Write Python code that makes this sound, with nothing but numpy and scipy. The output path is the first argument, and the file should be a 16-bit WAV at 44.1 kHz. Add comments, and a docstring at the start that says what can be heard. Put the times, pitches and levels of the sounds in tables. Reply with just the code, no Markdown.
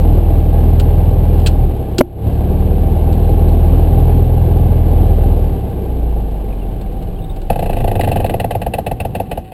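"""In an aircraft cockpit, on a small camera's microphone, a piston engine idles: multiples of its throb and noise
swelling with each firing, under a thin gyro whine. Roof switches snap as short noise bursts; the ignition is cut for
a moment and the exhaust thumps, as decaying tones, as it catches again. Small metal parts chirp. Then the fuel is
cut and the engine runs down; once it is slow, ringing noise makes the paired clacks of the magneto couplings, a
panel slaps and the cowling buzzes, until the propeller rests. The camera samples coarsely and ducks after overload."""
import sys
import numpy as np
from scipy import signal
from scipy.fft import rfft, irfft, next_fast_len
from scipy.io import wavfile
from scipy.ndimage import uniform_filter1d, minimum_filter1d

SR = 44100
rng = np.random.default_rng(int(sys.argv[2]) if len(sys.argv) > 2 else 0)


def log_audio(samples):
    """Write samples as a 16-bit WAV file to the path given in sys.argv[1]."""
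    # one column per channel
    frames = np.atleast_2d(samples).T
    # limit to full scale, then quantise
    limited = np.clip(frames, -1, 1)
    pcm = np.round(limited * 32767).astype(np.int16)
    wavfile.write(sys.argv[1], SR, pcm)


N = 420252

# gyro instruments spinning on: time_s, whine_hz, level_db
GYRO_WHINE = [(0, 778, -44.5), (3.5, 775.5, -39), (6, 778.3, -44), (7.4, 771, -42), (9.53, 752, -42)]
# faint chirps of small metal parts: start_s, peak_db, pitch_hz
CHIRPS = [(3.24, -43.5, 4000), (3.28, -43, 4010), (3.388, -45.5, 4100), (3.425, -45, 4070),
          (3.482, -39, 4020), (3.52, -43.5, 4030), (6.503, -41, 2600), (6.524, -40, 2430),
          (6.589, -41, 2970), (6.611, -39, 2830), (6.632, -43, 2650), (7.162, -43, 3200),
          (7.185, -39, 2880), (7.215, -41, 3640), (7.238, -39, 3660), (7.294, -37, 3620), (7.31, -42, 3640),
          (7.395, -49, 2960)]
# roof switches and levers: start_s, peak_db, ping_db (against the peak)
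SWITCHES = [(0.7975, -20, -9), (1.398, -34, -18), (1.4177, -37, -19), (1.4617, -11.5, -18),
            (1.47, -18, 1.5), (1.9827, -13, 0.5), (3.1273, -32.5, -26), (6.31, -44, -20), (6.813, -37, -25),
            (6.9227, -46, -20), (7.025, -39.5, -22), (7.07, -47, -23), (7.362, -39, -17),
            (7.417, -37.5, -18)]
# spectrum of a switch snap: frequency_hz, density_db (per Hz, relative)
SWITCH_SPECTRUM = [(410, -12), (700, -8), (808, -11), (1170, -18), (1450, -6), (1970, -16.5), (2850, -3),
                   (3760, -9), (4190, -5.5), (6000, -24.5), (7800, -77), (13200, -120)]
# resonances of the switch ping: frequency_hz, width_hz, level_db (relative)
PING_MODES = [(4100, 350, 0), (5200, 1300, -5)]
SNAP_DECAY_S = .0055
# the slowing engine rocks on its mounts: time_s, rocking_db
ROCKING = [(7.45, -29), (7.6, -6.5), (7.9, -2.5), (8.12, -0.5), (8.33, -3.5), (8.5, -11), (9, -12),
           (9.45, -9)]
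# airframe boom under the cowling buzz: frequency_hz, width_hz, level_db (against the rocking)
SWAY_MODES = [(94, 25, -18)]
COWLING_DB = -47.5   # buzz against the rocking
SWAY_FOLLOWS = 1.7   # dB of boom per dB of rocking: it swells more steeply than the buzz
# a loose panel slapping while the engine rocks: start_s, level_db (relative)
SLAPS = [(7.6374, -34), (7.7068, -31), (7.7844, -31), (8.0093, -17), (8.044, -24), (8.085, -23),
         (8.1294, -31), (8.1683, -24.5), (8.2613, -23.5)]
# unburnt fuel going off in the exhaust: start_s, peak_db, pitch_hz, t60_s
THUMPS = [(1.989, -0.5, 350, 0.23), (1.6, -8.5, 120, 0.33), (1.9898, -6, 320, 0.16), (2.0074, 9, 262, 0.06),
          (2.0104, 12, 590, 0.027)]
# first magneto coupling, dull: release_s, knock_db (relative)
CLACKS = [(7.501, -2), (7.558, -11.5), (7.625, -9), (7.695, -9), (7.768, -9.5), (7.843, -9), (7.914, -8),
          (7.995, -7), (8.074, -7), (8.159, -7.5), (8.244, -6), (8.34, -7), (8.443, -7.5), (8.551, -7.5),
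          (8.664, -7.5), (8.784, -8), (8.913, -8), (9.05, -8.5), (9.2, -8), (9.374, -10.5)]
# second coupling, rattling: release_s, knock_db (relative)
RATTLES = [(7.529, -15.5), (7.591, -10.5), (7.659, -11.5), (7.73, -12), (7.803, -11), (7.877, -9),
           (7.954, -8), (8.034, -9), (8.115, -6.5), (8.201, -10), (8.295, -10.5), (8.399, -7.5),
           (8.508, -9), (8.617, -11.5), (8.737, -7.5), (8.865, -9), (9.001, -9), (9.15, -9.5), (9.314, -10),
           (9.519, -24.5)]
# contacts within one release of the first coupling: lag_s, level_db (against the knock)
CLACK_CONTACTS = [(-.0055, -16.5), (-.0028, -5), (-.0002, 3.5), (.0075, -6), (.015, -12)]
# contacts within one release of the second coupling: lag_s, level_db (against the knock)
RATTLE_CONTACTS = [(-.0022, 1), (.002, -8.5), (.006, -6.5), (.011, -8)]
# resonances of the knock through the firewall: frequency_hz, width_hz, level_db (relative)
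KNOCK_MODES = [(479, 91, -1.5), (594, 53, 1.5), (691, 33, 4), (842, 67, -0.5)]
# resonances of the ticking metal: frequency_hz, width_hz, level_db (relative)
METAL_MODES = [(1116, 104, -4), (1560, 143, -2.5), (1970, 290, -1), (2340, 450, -3), (2640, 207, 6),
               (3047, 115, 1.0), (3260, 550, -8.5), (3940, 120, -6), (4190, 87, -5.5), (5180, 440, -20.5)]
# resonances of the airframe when shoved: frequency_hz, width_hz, level_db (relative)
SHOVE_MODES = [(34.6, 29, -0.5), (98, 43.5, 2.5), (210, 128, -9)]
# tick against the knock: (dB early, dB late); the clack's stays level, the rattle's steps up after CATCH_S
CLACK_TICK_DB, RATTLE_TICK_DB, CATCH_S = (-2.5, -2.5), (-3, 1), 8.23
# engine speed: time_s, throb_hz
SPEED = [(0.0, 39.6), (1.5, 40.3), (1.63, 38.3), (1.83, 33.3), (1.95, 32.6), (2.37, 36.3), (2.62, 37.9),
         (3.09, 39.3), (3.8, 39.9), (4.45, 41.1), (5.0, 39.9), (5.4, 38.6), (5.63, 33.9), (6.26, 25.6),
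         (6.59, 22.0), (6.9, 19.3), (7.4, 15.7), (8.0, 12.7), (8.7, 8.6), (9.53, 5.0)]
# combustion against steady idle, the throb lagging behind: time_s, firing_db, throb_db
BURN = [(0, -0.5, 1.5), (1.45, 1, 0.5), (1.65, -4.5, 2.5), (1.85, -22, -30), (1.98, -25, -33),
        (2.25, -3.5, -19), (2.6, -3.5, -4), (3.0, -2, -4.5), (3.4, -0.5, 1), (4.5, 1.5, -1.5), (5.3, -2, 1),
        (5.5, -7, -3), (5.7, -21, -34), (6.2, -50, -50)]
# multiples of the throb: multiple, fired_db (from firing), pumped_db (from pistons pumping air)
ORDERS = [(1., -11, -23.5), (2., -14.5, -19.5), (3., -19.5, -32), (4., -26.5, -32.5), (5., -34.5, -38.5),
          (6., -38.5, -40), (7., -42.5, -44.5), (8., -40, -46), (10., -49, -41), (.5, -26, -42),
          (1.5, -28, -47.5), (2.5, -25.5, -41), (3.5, -39, -47), (4.5, -41, -44), (.75, -49, -50),
          (1.25, -38, -49), (1.75, -39, -48), (2.25, -35.5, -47)]
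# how the cabin answers a low tone: frequency_hz, gain_db
CABIN_RESPONSE = [(12, -9), (19, -8), (24, -4), (27, 4.5), (33, -3), (40, -1.5), (50, 2), (57, 6.5),
                  (66, -4), (80, 0.5), (98, 3), (106, 3.5), (116, -7.5), (122, 2), (135, 1.5), (160, 0.5),
                  (176, -0.5), (188, 8.5), (200, 0)]
# strength of the four firings in one lope: strength_db
CYLINDERS_DB = [-2, -11, -4, -6.5]
# airframe noises, in rows rumble, drumming, hiss: fired_db (from firing), turning_db (from turning at idle),
# loss_db (per halving of speed), rocked_db (from rocking)
AIRFRAME = [(-21.5, -24.5, 1.5, -19.5), (-23, -25, 5, -22.5), (-44, -46, 3, -48)]
# spectrum of the lowest airframe noise: frequency_hz, density_db (per Hz, relative)
RUMBLE_SPECTRUM = [(15, -20), (25, -8), (45, -1.5), (70, -8), (100, 1.5), (140, -6), (190, -4),
                   (230, -10.5), (330, -25.5), (500, -60)]
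# spectrum of the middle airframe noise: frequency_hz, density_db (per Hz, relative)
DRUMMING_SPECTRUM = [(150, -30), (250, -3), (388, -2), (491, -3.5), (553, -9), (674, -7.5), (731, -10.5),
                     (797, -7), (948, -22), (1100, -25.5), (1430, -57), (2420, -120)]
# spectrum of the highest airframe noise: frequency_hz, density_db (per Hz, relative)
HISS_SPECTRUM = [(530, -36), (900, -14), (1170, -6), (1270, -13.5), (1680, -10.5), (1770, -16), (2910, -12),
                 (3330, -15.5), (4070, -18), (4300, -20.5), (6000, -33), (7800, -74), (13200, -120)]
IDLE_HZ = 40   # throb rate at idle
GEAR_MULTIPLE, GEAR_DB = 20.3, -36.5   # accessory gear whine: multiple of the throb, dB at idle
STOP_S, STOP_DB_S = 9.334, 65   # the propeller comes to rest: time, then fall in dB per second
DUCK_FROM_DB, DUCK_HOLD_S, DUCK_RELEASE_DB_S, DUCK_ATTACK_S = 1.5, 0.13, 96, 0.0022
HOLD_HZ, CUTOFF_HZ = 12000, 15950   # the camera's coarse sampling rate and its top cut


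def from_db(db):
    """Gain of a level in dB."""
    return 10 ** (np.asarray(db) / 20)


def rms_one(x):
    """Scaled to rms 1."""
    return x / np.sqrt(np.mean(x ** 2) + 1e-20)


def in_time(curve):
    """Columns of a curve table, interpolated to one value a sample."""
    time_s, *columns = np.transpose(curve)
    return [np.interp(np.arange(N) / SR, time_s, column) for column in columns]


def drift(rate_hz):
    """Slow random wander of rms 1: noise through two equal low-pass poles, run at every 40th sample."""
    r = np.exp(-2 * np.pi * rate_hz * 40 / SR)
    noise = rng.standard_normal(N // 40 + 2002)
    slow = signal.lfilter([1], [1, -2 * r, r * r], noise)[2000:]   # settled part only
    return np.interp(np.arange(N) / 40, np.arange(len(slow)), rms_one(slow))


def coloured(spectrum):
    """Noise of rms 1 with the given spectrum, interpolated over log frequency."""
    hz, density_db = np.transpose(spectrum)
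    size = next_fast_len(N)
    log_hz = np.log(np.arange(size // 2 + 1) * SR / size + 1)
    gain = from_db(np.interp(log_hz, np.log(hz), density_db, left=-99, right=-99))
    return rms_one(irfft(rfft(rng.standard_normal(size)) * gain, size)[:N])


def resonate(x, modes):
    """Parallel two-pole resonances, signs alternating."""
    out = 0
    for k, (hz, width_hz, level_db) in enumerate(modes):
        r = np.exp(-np.pi * width_hz / SR)
        poles = [1, -2 * r * np.cos(2 * np.pi * hz / SR), r * r]
        zeros = np.array([1, 0, -1]) * (1 - r * r) / 2
        out = out + (-1) ** k * from_db(level_db) * signal.lfilter(zeros, poles, x)
    return out


def bursts(starts_s, levels_db, decays_s, rise_s):
    """Envelope of short rattles: a quick rise, then an exponential fall."""
    out, t = np.zeros(N + 4000) + 1e-9, np.arange(4000) / SR
    for start_s, level_db, decay_s in zip(starts_s, levels_db, decays_s):
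        shape = (1 - np.exp(-t / rise_s)) * np.exp(-t / max(decay_s, .001))
        out[round(start_s * SR):][:4000] += from_db(level_db) * shape
    return out[:N]


def metal(envelope):
    """Noise under the envelope, ringing in the metal and dulled by the firewall."""
    ringing = resonate(envelope * rng.standard_normal(N), METAL_MODES)
    return signal.sosfilt(signal.butter(3, 4600, fs=SR, output="sos"), ringing)


def rocking_db():
    """Level of the engine's rocking on its mounts, silent before it starts."""
    return np.where(np.arange(N) < ROCKING[0][0] * SR, -99, in_time(ROCKING)[0])


def gyros():
    """Spinning instruments: a thin sine whine, slightly unsteady in pitch and level."""
    whine_hz, level_db = in_time(GYRO_WHINE)
    cycles = np.cumsum(whine_hz + 1.53 * drift(3.19)) / SR
    return np.sqrt(2) * from_db(level_db + 1.3 * drift(12.0)) * np.sin(2 * np.pi * cycles)


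def chirps():
    """Small metal parts: narrow noise in a short, soft-edged swell."""
    out, t = np.zeros(N), np.arange(1000) / SR
    swell = t / 0.0045 * np.exp(1 - t / 0.0045)   # reaches 1 after 4.5 ms
    for start_s, peak_db, hz in CHIRPS:
        mode = [(hz, 250, 0)]
        rub = rms_one(resonate(resonate(rng.standard_normal(1000), mode), mode))
        out[round(start_s * SR):][:1000] += from_db(peak_db - 6) * rub * swell   # noise peaks above its rms
    return out


def switches():
    """Roof switches: bright noise snaps with a short ring in the cabin, each with a resonant ping."""
    start_s, peak_db, ping_db = np.transpose(SWITCHES)
    decay_s = 0 * start_s + SNAP_DECAY_S
    snap = bursts(start_s - .001, peak_db, decay_s, rise_s=0.0012)
    cabin_ring = bursts(start_s, peak_db - 16, 3.4 * decay_s, rise_s=0.0022)
    ping = rms_one(resonate(rng.standard_normal(N), PING_MODES))
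    ping_envelope = bursts(start_s, peak_db + ping_db, decay_s, rise_s=0.00023)
    return (snap + cabin_ring) * coloured(SWITCH_SPECTRUM) + ping * ping_envelope


def cowling():
    """The rocking engine shakes the cowling: dense uneven grains ring in the metal, over an airframe boom."""
    uneven = from_db(3.2 * np.minimum(rng.exponential(1, N), 4))
    grains = (rng.random(N) < 1500 / SR) * uneven   # about 1500 a second
    buzz = from_db(COWLING_DB + 4.4 * drift(25.0)) * rms_one(metal(grains))
    sway = rms_one(resonate(resonate(rng.standard_normal(N), SWAY_MODES), SWAY_MODES))
    boom = from_db(SWAY_MODES[0][2] + (SWAY_FOLLOWS - 1) * rocking_db()) * sway
    return from_db(rocking_db()) * (buzz + boom)


def panel_slaps():
    """A loose panel slaps while the engine rocks: noise bursts ringing in metal."""
    start_s, level_db = np.transpose(SLAPS)
    return metal(bursts(start_s - .001, level_db + 14.5, 0 * start_s + 0.0057, rise_s=0.0012))


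def exhaust():
    """Unburnt fuel goes off: dull blows ring in the pipe as decaying sines."""
    out, t = np.zeros(N), np.arange(N) / SR
    for start_s, peak_db, hz, t60_s in THUMPS:
        age_s = np.maximum(t - start_s, 0)
        out += from_db(peak_db - 60 * age_s / t60_s) * np.sin(2 * np.pi * hz * age_s)
    return out


def coupling(releases, contacts, ticks_db, tick_decay_s):
    """Every spring release repeats the same contacts: a knock through the firewall, a metal tick, a shove."""
    release_s, knock_db = np.transpose(releases)
    early_db, late_db = ticks_db
    tick_db = knock_db + np.where(release_s > CATCH_S, late_db, early_db)
    blows, chance = np.zeros(N + SR), rng.standard_normal((len(release_s), len(contacts)))
    for k, (lag_s, level_db) in enumerate(contacts):
        at = np.round((release_s + lag_s) * SR).astype(int)
        blows[at] += from_db(knock_db + level_db + 1.3 * chance[:, k])
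    firewall = signal.butter(4, [410, 900], "band", fs=SR, output="sos")
    knock = from_db(35.5) * signal.sosfilt(firewall, resonate(blows[:N] + 1e-18, KNOCK_MODES))
    tick = bursts(release_s - .002, tick_db, 0 * release_s + tick_decay_s, rise_s=0.0014)
    tail = bursts(release_s, tick_db - 27.0, 0 * release_s + 0.015, rise_s=0.0024)   # the cabin rings on after each tick
    shove = bursts(release_s, knock_db + 18.5, 0 * release_s + 0.018, rise_s=0.0027)
    return knock + metal(tick + tail) + resonate(shove * rng.standard_normal(N), SHOVE_MODES)


def magnetos():
    """The spring couplings of the two magnetos, a dull clack and a rattle in turn."""
    return (coupling(CLACKS, CLACK_CONTACTS, CLACK_TICK_DB, 0.0043)
            + coupling(RATTLES, RATTLE_CONTACTS, RATTLE_TICK_DB, 0.0084))


def gear_whine(throbs):
    """Accessory gears: a tone at a fixed multiple of the throb, following the throb's level."""
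    throb_db = in_time(BURN)[1]
    return from_db(throb_db + GEAR_DB + 2.1 * drift(6.9)) * np.cos(2 * np.pi * GEAR_MULTIPLE * throbs)


def hum(turn):
    """Firing and air pumping drive cosines at multiples of the throb, coloured by the cabin."""
    throb_hz, t = in_time(SPEED)[0], np.arange(N) / SR
    burning, throbbing = [from_db(db) for db in in_time(BURN)]
    cabin_hz, cabin_db = np.transpose(CABIN_RESPONSE)
    out = 0
    for k, fired_db, pumped_db in ORDERS:
        push = from_db(fired_db) * (throbbing if k == 1 else burning) + from_db(pumped_db)
        # no two cycles burn alike: the higher multiples waver more
        gain_db = np.interp(k * throb_hz, cabin_hz, cabin_db) + 0.24 * k * drift(2.7)
        tone = np.cos(2 * np.pi * k * turn + 0.9 * k * k)
        out = out + np.sqrt(2) * push * from_db(gain_db) * tone
    return out * np.clip((8.7 - t) / 0.4, 0, 1)   # too slow to be heard as a tone


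def firing_pulse(turn):
    """Two firings a throb, uneven between cylinders and by chance, each falling until the next."""
    firing = np.abs(2 * turn).astype(int)
    strength_db = np.array(CYLINDERS_DB)[firing % 4] + 1.7 * rng.standard_normal(1000)[firing]
    return uniform_filter1d(from_db(strength_db) * np.exp(-1.5 * (2 * turn % 1)), size=60)


def airframe(turn):
    """Firing, turning and rocking add in power to drive rumble, drumming and hiss in the airframe."""
    t, firing_db, rocks_db = np.arange(N) / SR, in_time(BURN)[0], rocking_db()
    halvings = np.log2(IDLE_HZ / in_time(SPEED)[0])
    rest_gain = from_db(-STOP_DB_S * np.maximum(t - STOP_S, 0))
    levels = []
    for fired_db, turning_db, loss_db, rocked_db in AIRFRAME:
        power = from_db(2 * (fired_db + firing_db))
        power = power + from_db(2 * (turning_db - loss_db * halvings))
        power = power + from_db(2 * (rocked_db + rocks_db))
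        levels.append(rest_gain * np.sqrt(power))
    pulse = firing_pulse(turn)
    rumble = from_db(0.64 * drift(11.0)) * coloured(RUMBLE_SPECTRUM)
    drumming = rms_one(coloured(DRUMMING_SPECTRUM) * (1.07 + pulse) * from_db(0.95 * drift(41.0)))
    hiss = rms_one(coloured(HISS_SPECTRUM) * (1.24 + pulse))
    return levels[0] * rumble + levels[1] * drumming + levels[2] * hiss


def engine():
    """The crank's turning, counted in throbs, times the hum, the gear whine and the airframe noise."""
    throbs = np.cumsum(in_time(SPEED)[0]) / SR
    turn = throbs + 0.0059 * drift(5.3)   # the crank turns a little unevenly
    return hum(turn) + gear_whine(throbs) + airframe(turn)


def scene():
    """Everything in the cockpit, at the one microphone."""
    background = gyros() + chirps() + switches() + cowling() + panel_slaps()
    return (background + exhaust() + magnetos() + engine())[None]


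def duck(x):
    """Overload turns the level down by its excess; the cut holds, then releases steadily in dB."""
    over_db = np.maximum(20 * np.log10(np.abs(x) + 1e-9) - DUCK_FROM_DB, 0)
    half = round(DUCK_HOLD_S * SR / 2)
    held_db = np.roll(-minimum_filter1d(-over_db, size=2 * half + 1), half)   # maximum over the past hold time
    fall_db = DUCK_RELEASE_DB_S * np.arange(N) / SR
    released_db = np.maximum.accumulate(held_db + fall_db) - fall_db
    r = np.exp(-1 / (DUCK_ATTACK_S * SR))
    cut_db = signal.lfilter([1], [1, -2 * r, r * r], released_db) * (1 - r) ** 2
    return x * from_db(-cut_db)


def record(dry):
    """The camera: ducking after overload, hard clipping, stair-step playback of coarse samples, top cut."""
    x = np.clip(duck(dry[0]), -1, 1)
    x = signal.sosfilt(signal.ellip(10, .5, 60, HOLD_HZ / 2, fs=SR, output="sos"), x)
    # holding each sample mirrors the sound about the sampling rate, under a sinc
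    mirrored = x * (1 + 2 * np.cos(2 * np.pi * HOLD_HZ * np.arange(N) / SR))
    size = next_fast_len(N)
    hold_gain = np.sinc(np.arange(size // 2 + 1) * SR / size / HOLD_HZ)
    stepped = irfft(rfft(mirrored, size) * hold_gain, size)[:N]
    return signal.sosfilt(signal.ellip(14, .5, 90, CUTOFF_HZ, fs=SR, output="sos"), stepped)[None]


dry = scene()
out = record(dry)
log_audio(out)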